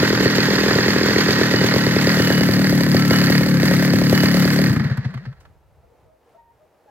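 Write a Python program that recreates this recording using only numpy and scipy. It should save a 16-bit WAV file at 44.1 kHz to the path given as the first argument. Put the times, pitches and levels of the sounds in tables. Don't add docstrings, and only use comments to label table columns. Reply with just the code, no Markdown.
import sys
import numpy as np
from scipy import signal
from scipy.fft import rfft, irfft, next_fast_len
from scipy.io import wavfile
from scipy.ndimage import uniform_filter1d, map_coordinates

SR = 44100
rng = np.random.default_rng(int(sys.argv[2]) if len(sys.argv) > 2 else 0)


def unload_audio(sound):
    columns = np.transpose(np.atleast_2d(sound))
    steps = np.round(np.clip(columns, -1, 1) * 32767)
    wavfile.write(sys.argv[1], SR, steps.astype(np.int16))


N = 304290
TIME_S = np.arange(N) / SR

# (time [s], speed [turns/s])
IDLE_SPEED = [(0, 40), (1.9, 39.7), (2.7, 37), (5, 36.5)]
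# (time [s], level [dB])
FIRINGS = [(0.03, -10.5), (0.105, -13), (0.13, -14), (0.205, -11.5), (0.231, -21), (0.259, -9),
           (0.356, -21), (0.384, -12), (0.485, -15.5), (0.508, -15.5), (0.534, -15), (0.586, -15.5),
           (0.611, -16), (0.636, -15.5), (0.662, -15.5), (0.685, -15), (0.711, -16.5), (0.759, -13.5),
           (0.787, -14), (0.861, -17.5), (0.884, -11), (0.961, -12.5), (1.012, -14), (1.036, -15),
           (1.06, -17), (1.087, -16), (1.11, -16), (1.162, -11.5), (1.186, -13), (1.263, -18.5),
           (1.287, -11), (1.309, -18.5), (1.388, -18.5), (1.413, -11), (1.513, -18), (1.54, -12),
           (1.614, -13), (1.642, -12.5), (1.741, -13.5), (1.763, -11.5), (1.868, -12.5), (1.965, -9.5),
           (2.073, -11.5), (2.172, -14.5), (2.2, -10.5), (2.276, -17), (2.304, -10.5), (2.381, -19.5),
           (2.411, -13), (2.49, -9), (2.595, -14.5), (2.646, -18.5), (2.727, -11), (2.81, -13.5),
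           (2.866, -16), (2.947, -7), (3.053, -21), (3.111, -7.5), (3.217, -18), (3.302, -8.5),
           (3.411, -13.5), (3.464, -15), (3.633, -11), (3.713, -11), (3.798, -22.5), (3.826, -14.5),
           (3.88, -16.5), (3.937, -8.5), (4.017, -10), (4.128, -5), (4.236, -8.5), (4.345, -12.5),
           (4.372, -17), (4.455, -11), (4.563, -23), (4.591, -13.5), (4.618, -16)]
# (time [s], share of the way round [0-1])
SWING = [(1.5, 0), (2.05, 0.15), (2.6, 0.5)]
# (time [s], level [dB])
BREATH_LEVEL = [(0, -18), (1.1, -19), (2.1, -16.5), (2.8, -14), (4.69, -14), (4.76, -20), (4.9, -27),
                (5.05, -67)]
# (frequency [Hz], level [dB])
INTAKE_SPECTRA = [
    [(35, -65), (80, -19.5), (107, -3), (124, 3), (189, 0), (247, -3), (275, 0), (324, -6), (348, -13),
     (372, -6.5), (420, -21), (500, -11.5), (600, -23.5), (920, -120)],
    [(35, -53.5), (75, -25.5), (105, -5.5), (146, 4), (172, 7.5), (189, 6.5), (210, -5), (232, -5.5),
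     (286, -1), (321, -31.5), (351, -16.5), (420, -39), (550, -25), (920, -120)],
]
# (ring [Hz], width [Hz], level [dB], thud [Hz], width [Hz], level [dB])
MUFFLER_MODES = [(389.5, 250, 7, 127.4, 94, 11), (491, 210, 3, 110, 74, 5)]
# (frequency [Hz], level [dB])
RATTLE_SPECTRA = [
    [(210, -62), (350, -10), (492, -2.5), (748, -18), (864, -10), (1210, -10), (1890, -0.5), (2340, -17.5),
     (3280, -21.5), (4380, -12.5), (8000, -43.5), (10400, -76.5), (17600, -120)],
    [(60, -70), (210, -22), (350, -4.5), (404, -8.5), (591, -11.5), (947, -20), (1800, -10.5), (2340, -19),
     (3690, -31), (4500, -32.5), (5540, -33.5), (8000, -43.5), (10400, -79), (17600, -120)],
]
# (frequency [Hz], width [Hz], level [dB])
CASE_MODES = [
    [(2170, 100, 2.5), (2575, 53, 0), (3150, 24, -16), (3570, 95, -11), (4413, 170, 6.5), (4910, 210, 6.5),
     (6600, 26, -16), (7200, 69, -22.5)],
    [(1560, 51, 3), (1824, 170, 10.5), (2200, 120, 2.5), (3855, 89, 0.5), (4500, 160, 2), (4940, 350, -4.5),
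     (6400, 76, -10.5)],
]
# (frequency [Hz], level [dB])
HISS_SPECTRA = [
    [(3530, 4), (6000, 0.5), (7250, -2.5), (8130, -9.5), (8570, -18.5), (9420, -10.5), (10300, -17),
     (12800, -7.5), (15200, -11.5), (16200, -16.5)],
    [(3530, -1.5), (6000, -0.5), (6380, 2), (6870, -7), (8030, -1), (8720, -12), (13100, 1), (14300, -9.5),
     (15100, -0.5), (15800, -3.5), (16200, -13)],
]
# (frequency [Hz], t60 [s])
GARDEN_T60 = [(150, .08), (600, .2), (2000, .22), (12000, .08)]
# (frequency [Hz], level [dB])
ECHO_SPECTRUM = [(60, -24), (150, -18), (280, -11), (450, -14), (1000, -17), (16000, -18)]
# (frequency [Hz], level [dB])
VILLAGE_SPECTRUM = [(18, -57.5), (30, -19.5), (75, -9.5), (130, -15), (239, -13.5), (415, -9), (461, -4.5),
                    (499, -7.5), (569, -9), (822, -10), (1100, -16), (1190, -18), (2350, -25.5),
                    (3220, -30.5), (4910, -33.5), (16000, -44)]
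# (time [s], level [dB])
BREEZE_LEVEL = [(4.9, -50), (5.3, -47), (5.9, -59.5), (6.15, -69.5), (6.9, -73)]
# (time [s], low ring [dB], high ring [dB])
BAR_JOLTS = [(1.55, -46, -30), (1.8, -31, -40), (2.18, -33, -29), (2.32, -42, -33), (2.96, -27.5, -35),
             (3.111, -32, -32.5), (4.02, -47, -36), (4.125, -35, -32), (4.22, -32.5, -51.5),
             (5.26, -58.5, -83)]
# (time [s], level [dB], treble [dB])
KNOCKS = [(4.695, -35.5, -37.5), (4.7268, -22.5, -28), (4.761, -17, -51.5), (4.796, -18.5, -53),
          (4.8358, -29.5, -48.5), (4.875, -27.5, -59), (4.909, -26, -56), (4.9714, -24.5, -34),
          (5.049, -25.5, -57), (5.105, -35.5, -64.5), (5.139, -26, -47), (5.173, -31.5, -66),
          (5.252, -33, -73), (5.325, -40, -77.5), (5.406, -47.5, -60.5), (5.451, -39.5, -67)]
# (frequency [Hz], level [dB])
KNOCK_SPECTRUM = [(250, -45), (500, -7), (1000, -5), (1800, -2), (2500, -16.5), (4000, -19), (8000, -35),
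                  (16000, -48)]
# (frequency [Hz], level [dB], t60 [s])
CASTING_MODES = [(1480, 0, .03), (1780, 0, .03), (2024, -4, .03)]
# (time [s], level [dB])
COMPRESSIONS = [(4.698, -11.5), (4.735, -10), (4.765, -6.5), (4.799, -7.5), (4.846, -9), (4.905, -12),
                (4.976, -13), (5.049, -13.5), (5.144, -19), (5.261, -23.5)]
# (share of turn [0-1], pitch [Hz], level [dB])
COAST_CYCLE = [(0, 170, -19), (0.12, 128, -1), (0.22, 122, 0), (0.4, 132, -7), (0.6, 170, -14),
               (0.78, 200, -17), (1, 180, -22)]
# (time [s], pitch [Hz], level [dB], length [s])
BARKS = [(5.836, 696, -59, 0.027), (5.899, 490, -59.5, 0.11), (6.049, 478, -60, 0.041),
         (6.1, 632, -59, 0.1), (6.352, 650, -50, 0.018), (6.392, 925, -54, 0.062), (6.443, 930, -67, 0.023),
         (6.489, 930, -59, 0.089), (6.614, 613, -57, 0.046), (6.734, 607, -67, 0.069),
         (6.861, 563, -52, 0.0083), (6.893, 835, -53, 0.05)]
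# (frequency [Hz], left minus right [dB])
BALANCE = [(60, 2.0), (110, 2.5), (200, 2.0), (380, 0.0), (700, -1.0), (1290, -2.5), (2380, -2.0),
           (4400, -3.0), (8120, -1.5), (15000, -0.5)]
# (frequency [Hz], coherence [0-1])
COHERENCE = [(60, 0.6), (300, 0.95), (1000, 0.82), (3000, 0.75), (7000, 0.6), (15000, 0.55)]
# (frequency [Hz], level [dB])
GUST_SPECTRUM = [(15, -40), (40, -6), (70, 0), (150, -8), (300, -40), (600, -120)]
CLICK_SPECTRUM = [(3000, -31), (6000, -6), (16000, -6)]
SCRAPE_SPECTRUM = [(800, -26), (2500, 4), (6000, 2.5), (16000, -10.5)]
MIC_SPECTRUM = [(3000, -12), (9000, -5), (13000, 0), (16000, -2)]

RATTLE_DB, CASE_DB, HISS_DB = (-23, -28), (-8, -3), (-27, -32)
IGNITION_OFF_S, STOP_S = 4.686, 5.24
COAST_S = np.clip(TIME_S - IGNITION_OFF_S, 0, None)


def amp(db):
    return 10 ** (np.asarray(db) / 20)


def unit(x):
    return x / np.sqrt(np.mean(x ** 2) + 1e-20)


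def along(points, hz):
    knots_hz, values = np.transpose(points)
    return np.interp(np.log(hz + 1), np.log(knots_hz + 1), values)


def curve(points):
    return np.interp(TIME_S, *np.transpose(points))


def wobble(rate_hz):
    return map_coordinates(rng.standard_normal(int(N * rate_hz / SR) + 4), [TIME_S * rate_hz])


def filtered(x, response):
    size = 2 * next_fast_len(N // 2 + SR // 4)
    return irfft(rfft(x, size) * response(np.fft.rfftfreq(size, 1 / SR)), size)[..., :N]


def modes(table):
    return lambda hz: sum((-1) ** k * amp(db) * 1j * hz * width / (peak ** 2 - hz ** 2 + 1j * hz * width)
                          for k, (peak, width, db) in enumerate(table))


def spikes(times_s, gains):
    return np.bincount(np.clip(np.round(times_s * SR).astype(int), 0, N - 1), gains, N)


def struck(times_s, db, shape):
    return signal.fftconvolve(spikes(times_s, amp(db)), shape)[:N]


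def fade(t60_s, rise_s=.003, age_s=TIME_S[:SR // 4]):
    return amp(-60 * age_s / t60_s) * (1 - np.exp(-age_s / rise_s))


def noise(spectrum):
    def response(hz):
        spread_rad = np.arccos(along(COHERENCE, hz)) / 2
        return amp(along(spectrum, hz)) * [np.cos(spread_rad), np.sin(spread_rad)]
    mid, side = filtered(rng.standard_normal((2, N)), response)
    return unit(np.array([mid + side, mid - side]))


def swung(before, after):
    share = curve(SWING)
    return np.sqrt(1 - share) * before + np.sqrt(share) * after


def swung_db(pair_db):
    return np.interp(curve(SWING), [0, 1], pair_db)


def crank():
    fired_s = np.transpose(FIRINGS)[0]
    coast_s = np.transpose(COMPRESSIONS)[0]
    anchors_s = np.r_[fired_s[0] - 2 / IDLE_SPEED[0][1], fired_s, coast_s[0]]
    speed_hz = np.interp(anchors_s[1:], *np.transpose(IDLE_SPEED))
    count = np.r_[0, np.cumsum(np.round(np.diff(anchors_s) * speed_hz))]
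    place = np.interp(np.arange(count[-1]), count, np.arange(len(count)))
    share = place % 1
    place -= .096 * share * (1 - share)
    idle_s = np.interp(place, np.arange(len(anchors_s)), anchors_s)
    return idle_s, np.r_[idle_s, coast_s, 2 * coast_s[-1] - coast_s[-2]]


def crank_angle(turns_s):
    return np.interp(TIME_S, turns_s, np.arange(len(turns_s)))


def breathing(turns_s, lead_turns=.4, sweep_turns=.095):
    angle = uniform_filter1d(crank_angle(turns_s), size=SR // 24, mode="nearest")
    speed_hz = np.gradient(angle) * SR
    hum = np.zeros(N)
    for k in range(2, 16):
        gain = swung(*[amp(along(side, k * speed_hz)) for side in INTAKE_SPECTRA]) * amp(1.6 * wobble(20))
        cycles = k * (angle + lead_turns) - sweep_turns * k * k
        hum += gain * np.sin(2 * np.pi * cycles + .28 * wobble(22))
    rms = np.sqrt(np.abs(uniform_filter1d(hum ** 2, size=SR // 4)) + 1e-6)
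    return amp(curve(BREATH_LEVEL)) * hum / rms


def exhaust(idle_s, weak_db=-30, drive_db=37):
    fired_s, fired_db = np.transpose(FIRINGS)
    idle_db = weak_db + 3 * rng.standard_normal(len(idle_s))
    pops = spikes(np.r_[fired_s, idle_s] - .0005, amp(np.r_[fired_db, idle_db] + drive_db))

    def muffler(ring_hz, ring_width_hz, ring_db, thud_hz, thud_width_hz, thud_db):
        ring = modes([(ring_hz, ring_width_hz, 0)])
        thud = modes([(thud_hz, thud_width_hz, 0)])
        return filtered(pops, lambda hz: amp(ring_db) * ring(hz) ** 3 + amp(thud_db) * thud(hz) ** 2)
    return -swung(*[muffler(*side) for side in MUFFLER_MODES])


def bursts(turns_s, depth_db, scatter_db, kick, lead_turns=.3):
    angle = crank_angle(turns_s) + lead_turns
    strength_db = scatter_db * rng.standard_normal(len(turns_s) + 1)[angle.astype(int)]
    dip = np.interp(angle % 1, [0, .15, .27, .4, .7, 1], [1, .75, 0, .45, .65, 1])
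    burst = uniform_filter1d(amp(strength_db - depth_db * dip), size=60)
    burst /= np.sqrt(np.abs(uniform_filter1d(burst ** 2, size=SR // 5)))
    fired_s, fired_db = np.transpose(FIRINGS)
    age_s = TIME_S[:SR // 3]
    surge = struck(fired_s - .016, fired_db, (1 - np.exp(-age_s / .03)) * np.exp(-age_s / .05))
    return unit(burst * (1 + kick * surge))


def piston_slap(turns_s):
    scatter = rng.standard_normal((len(turns_s), 2, 4))
    times_s = turns_s[:, None] + [.019, -.003, -.0031, .016] + .00077 * scatter[:, 0]
    gains = amp([1.5, -4, -2, -5.5] + 2.8 * scatter[:, 1]) * [1, -1, 1, -1]
    return spikes(times_s.ravel(), gains.ravel())


def clatter(turns_s, sag_db_per_s=38, case_sag_db_per_s=50, stop_db_per_s=75):
    rattle = swung(*[noise(side) for side in RATTLE_SPECTRA]) * unit(amp(1.7 * wobble(300)))
    rattle *= bursts(turns_s, depth_db=8, scatter_db=1.2, kick=1.4)
    mid, side = rng.standard_normal((2, N)) * [[1], [.6]]
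    shake = np.array([mid + side, mid - side]) + amp(38) * piston_slap(turns_s)
    case = swung(*[unit(filtered(shake, modes(table))) for table in CASE_MODES])
    case *= bursts(turns_s, depth_db=10, scatter_db=2, kick=3)
    case *= amp(swung_db(CASE_DB) - case_sag_db_per_s * COAST_S)
    stopped_s = np.clip(TIME_S - STOP_S, 0, None)
    level_db = swung_db(RATTLE_DB) - sag_db_per_s * COAST_S - stop_db_per_s * stopped_s
    return amp(level_db) * (rattle + case)


def port_hiss(turns_s, sag_db_per_s=119):
    hiss = swung(*[noise(side) for side in HISS_SPECTRA]) * unit(amp(1.4 * wobble(550)))
    before = bursts(turns_s, depth_db=4, scatter_db=1.5, kick=1.5, lead_turns=.22)
    after = bursts(turns_s, depth_db=14, scatter_db=2.5, kick=8)
    share = curve(SWING)
    return amp(swung_db(HISS_DB) - sag_db_per_s * COAST_S) * hiss * before ** (1 - share) * after ** share


def garden(x):
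    hz, age_s, bins = signal.stft(rng.standard_normal((2, SR // 2)), SR, nperseg=256)
    tail = signal.istft(bins * amp(-60 * age_s / along(GARDEN_T60, hz)[:, None]), SR, nperseg=256)[1]
    delayed = np.pad(x, (200, 0))[None]
    return signal.fftconvolve(delayed, tail / np.linalg.norm(tail[0]), axes=1)[:, :N]


def village():
    return amp(-61 + 1.8 * wobble(9)) * noise(VILLAGE_SPECTRUM)


def breeze():
    return amp(curve(BREEZE_LEVEL) + 3 * wobble(12)) * noise(GUST_SPECTRUM)


def bar_ring(low_hz=1338, high_hz=2946):
    times_s, low_db, high_db = np.transpose(BAR_JOLTS)
    shape = fade(t60_s=1.17, rise_s=.012, age_s=TIME_S[:SR])
    ring = np.zeros(N)
    for db, hz in [(low_db, low_hz), (high_db, high_hz)]:
        swell = struck(times_s, db, shape) * amp(2.5 * wobble(30))
        ring += swell * np.sin(2 * np.pi * hz * TIME_S + .6 * wobble(40))
    return ring


def knocks(casting_db=-10):
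    times_s, db, treble_db = np.transpose(KNOCKS)
    metal = struck(times_s, db, fade(t60_s=.047)) * noise(KNOCK_SPECTRUM)
    metal += struck(times_s, treble_db, fade(t60_s=.03)) * noise(CLICK_SPECTRUM)
    scatter_db = 2.4 * rng.standard_normal((len(times_s), len(CASTING_MODES)))
    for (hz, mode_db, t60_s), offset_db in zip(CASTING_MODES, scatter_db.T):
        ring = fade(t60_s) * np.sin(2 * np.pi * hz * TIME_S[:SR // 4])
        metal += struck(times_s, db + mode_db + casting_db + offset_db, ring)
    return metal


def rundown(turns_s, overtone_hz=224, overtone_db=40, halt_db_per_turn=70):
    times_s, db = np.transpose(COMPRESSIONS)
    share, hz, shape_db = np.transpose(COAST_CYCLE)
    count = len(times_s)
    angle = crank_angle(turns_s[-count - 1:])
    level_db = np.interp(angle, np.arange(count) + share[1], db) + np.interp(angle % 1, share, shape_db)
    level_db -= halt_db_per_turn * np.clip(angle - (count - .5), 0, 1)
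    coasting = (angle > 0) * (angle < count)
    swell = uniform_filter1d(amp(level_db + 2.6 * wobble(60)) * coasting, size=200)
    pitch_hz = uniform_filter1d(np.interp(angle % 1, share, hz), size=200)
    hum = swell * np.sin(2 * np.pi * np.cumsum(pitch_hz) / SR)
    overtone = modes([(overtone_hz, 45, 0)])
    return hum + filtered(spikes(times_s, amp(db + overtone_db)), lambda hz: overtone(hz) ** 2)


def ping(time_s=5.258, pitch_hz=4890, level_db=-57):
    swell = struck(np.array([time_s]), [level_db], fade(t60_s=.15))
    return swell * np.sin(2 * np.pi * pitch_hz * TIME_S + 1.5 * wobble(150))


def chain_slip(time_s=5.401, level_db=-55):
    age_s = np.clip(TIME_S - time_s, 0, None)
    return amp(level_db) * fade(t60_s=.11, age_s=age_s) * noise(SCRAPE_SPECTRUM)


def dogs():
    barks = np.zeros(N)
    for time_s, hz, db, length_s in BARKS:
        swell = amp(db + 3) * np.exp(-8 * ((TIME_S - time_s) / length_s) ** 2)
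        phase_rad = 2 * np.pi * hz * TIME_S + .74 * wobble(67)
        barks += swell * (np.sin(phase_rad) + amp(-16.5) * np.sin(2 * phase_rad))
    return barks


def scene(lag_s=4 / SR):
    idle_s, turns_s = crank()
    air = breathing(turns_s) + rundown(turns_s) + exhaust(idle_s)
    waver = amp(1.3 * wobble(6))
    bright = waver * (clatter(turns_s) + port_hiss(turns_s))
    bright += bar_ring() + knocks() + chain_slip() + ping()
    saw = air + filtered(bright, lambda hz: (1j * hz / (200 + 1j * hz)) ** 3)
    saw += filtered(garden(saw.mean(0)), lambda hz: amp(along(ECHO_SPECTRUM, hz)))
    saw = filtered(saw, lambda hz: (1j * hz / (45 + 1j * hz)) ** 2)
    sides = np.array([[.5], [-.5]])
    saw *= amp(sides * swung(-.38, .79))
    saw = filtered(saw, lambda hz: amp(sides * along(BALANCE, hz)) * np.exp(-2j * np.pi * hz * sides * lag_s))
    ambience = village() + breeze()
    barks = dogs()
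    return saw + ambience + barks + amp(-1.5) * garden(barks)


def record(dry, low_cut_hz=30, top_hz=16100):
    hiss = amp(-79.5) * noise(MIC_SPECTRUM)
    soft = dry / (1 + np.abs(dry / .95) ** 4) ** (1 / 4)
    return filtered(soft + hiss, lambda hz: (hz < top_hz) * (1j * hz / (low_cut_hz + 1j * hz)))


dry = scene()
out = record(dry)
unload_audio(out)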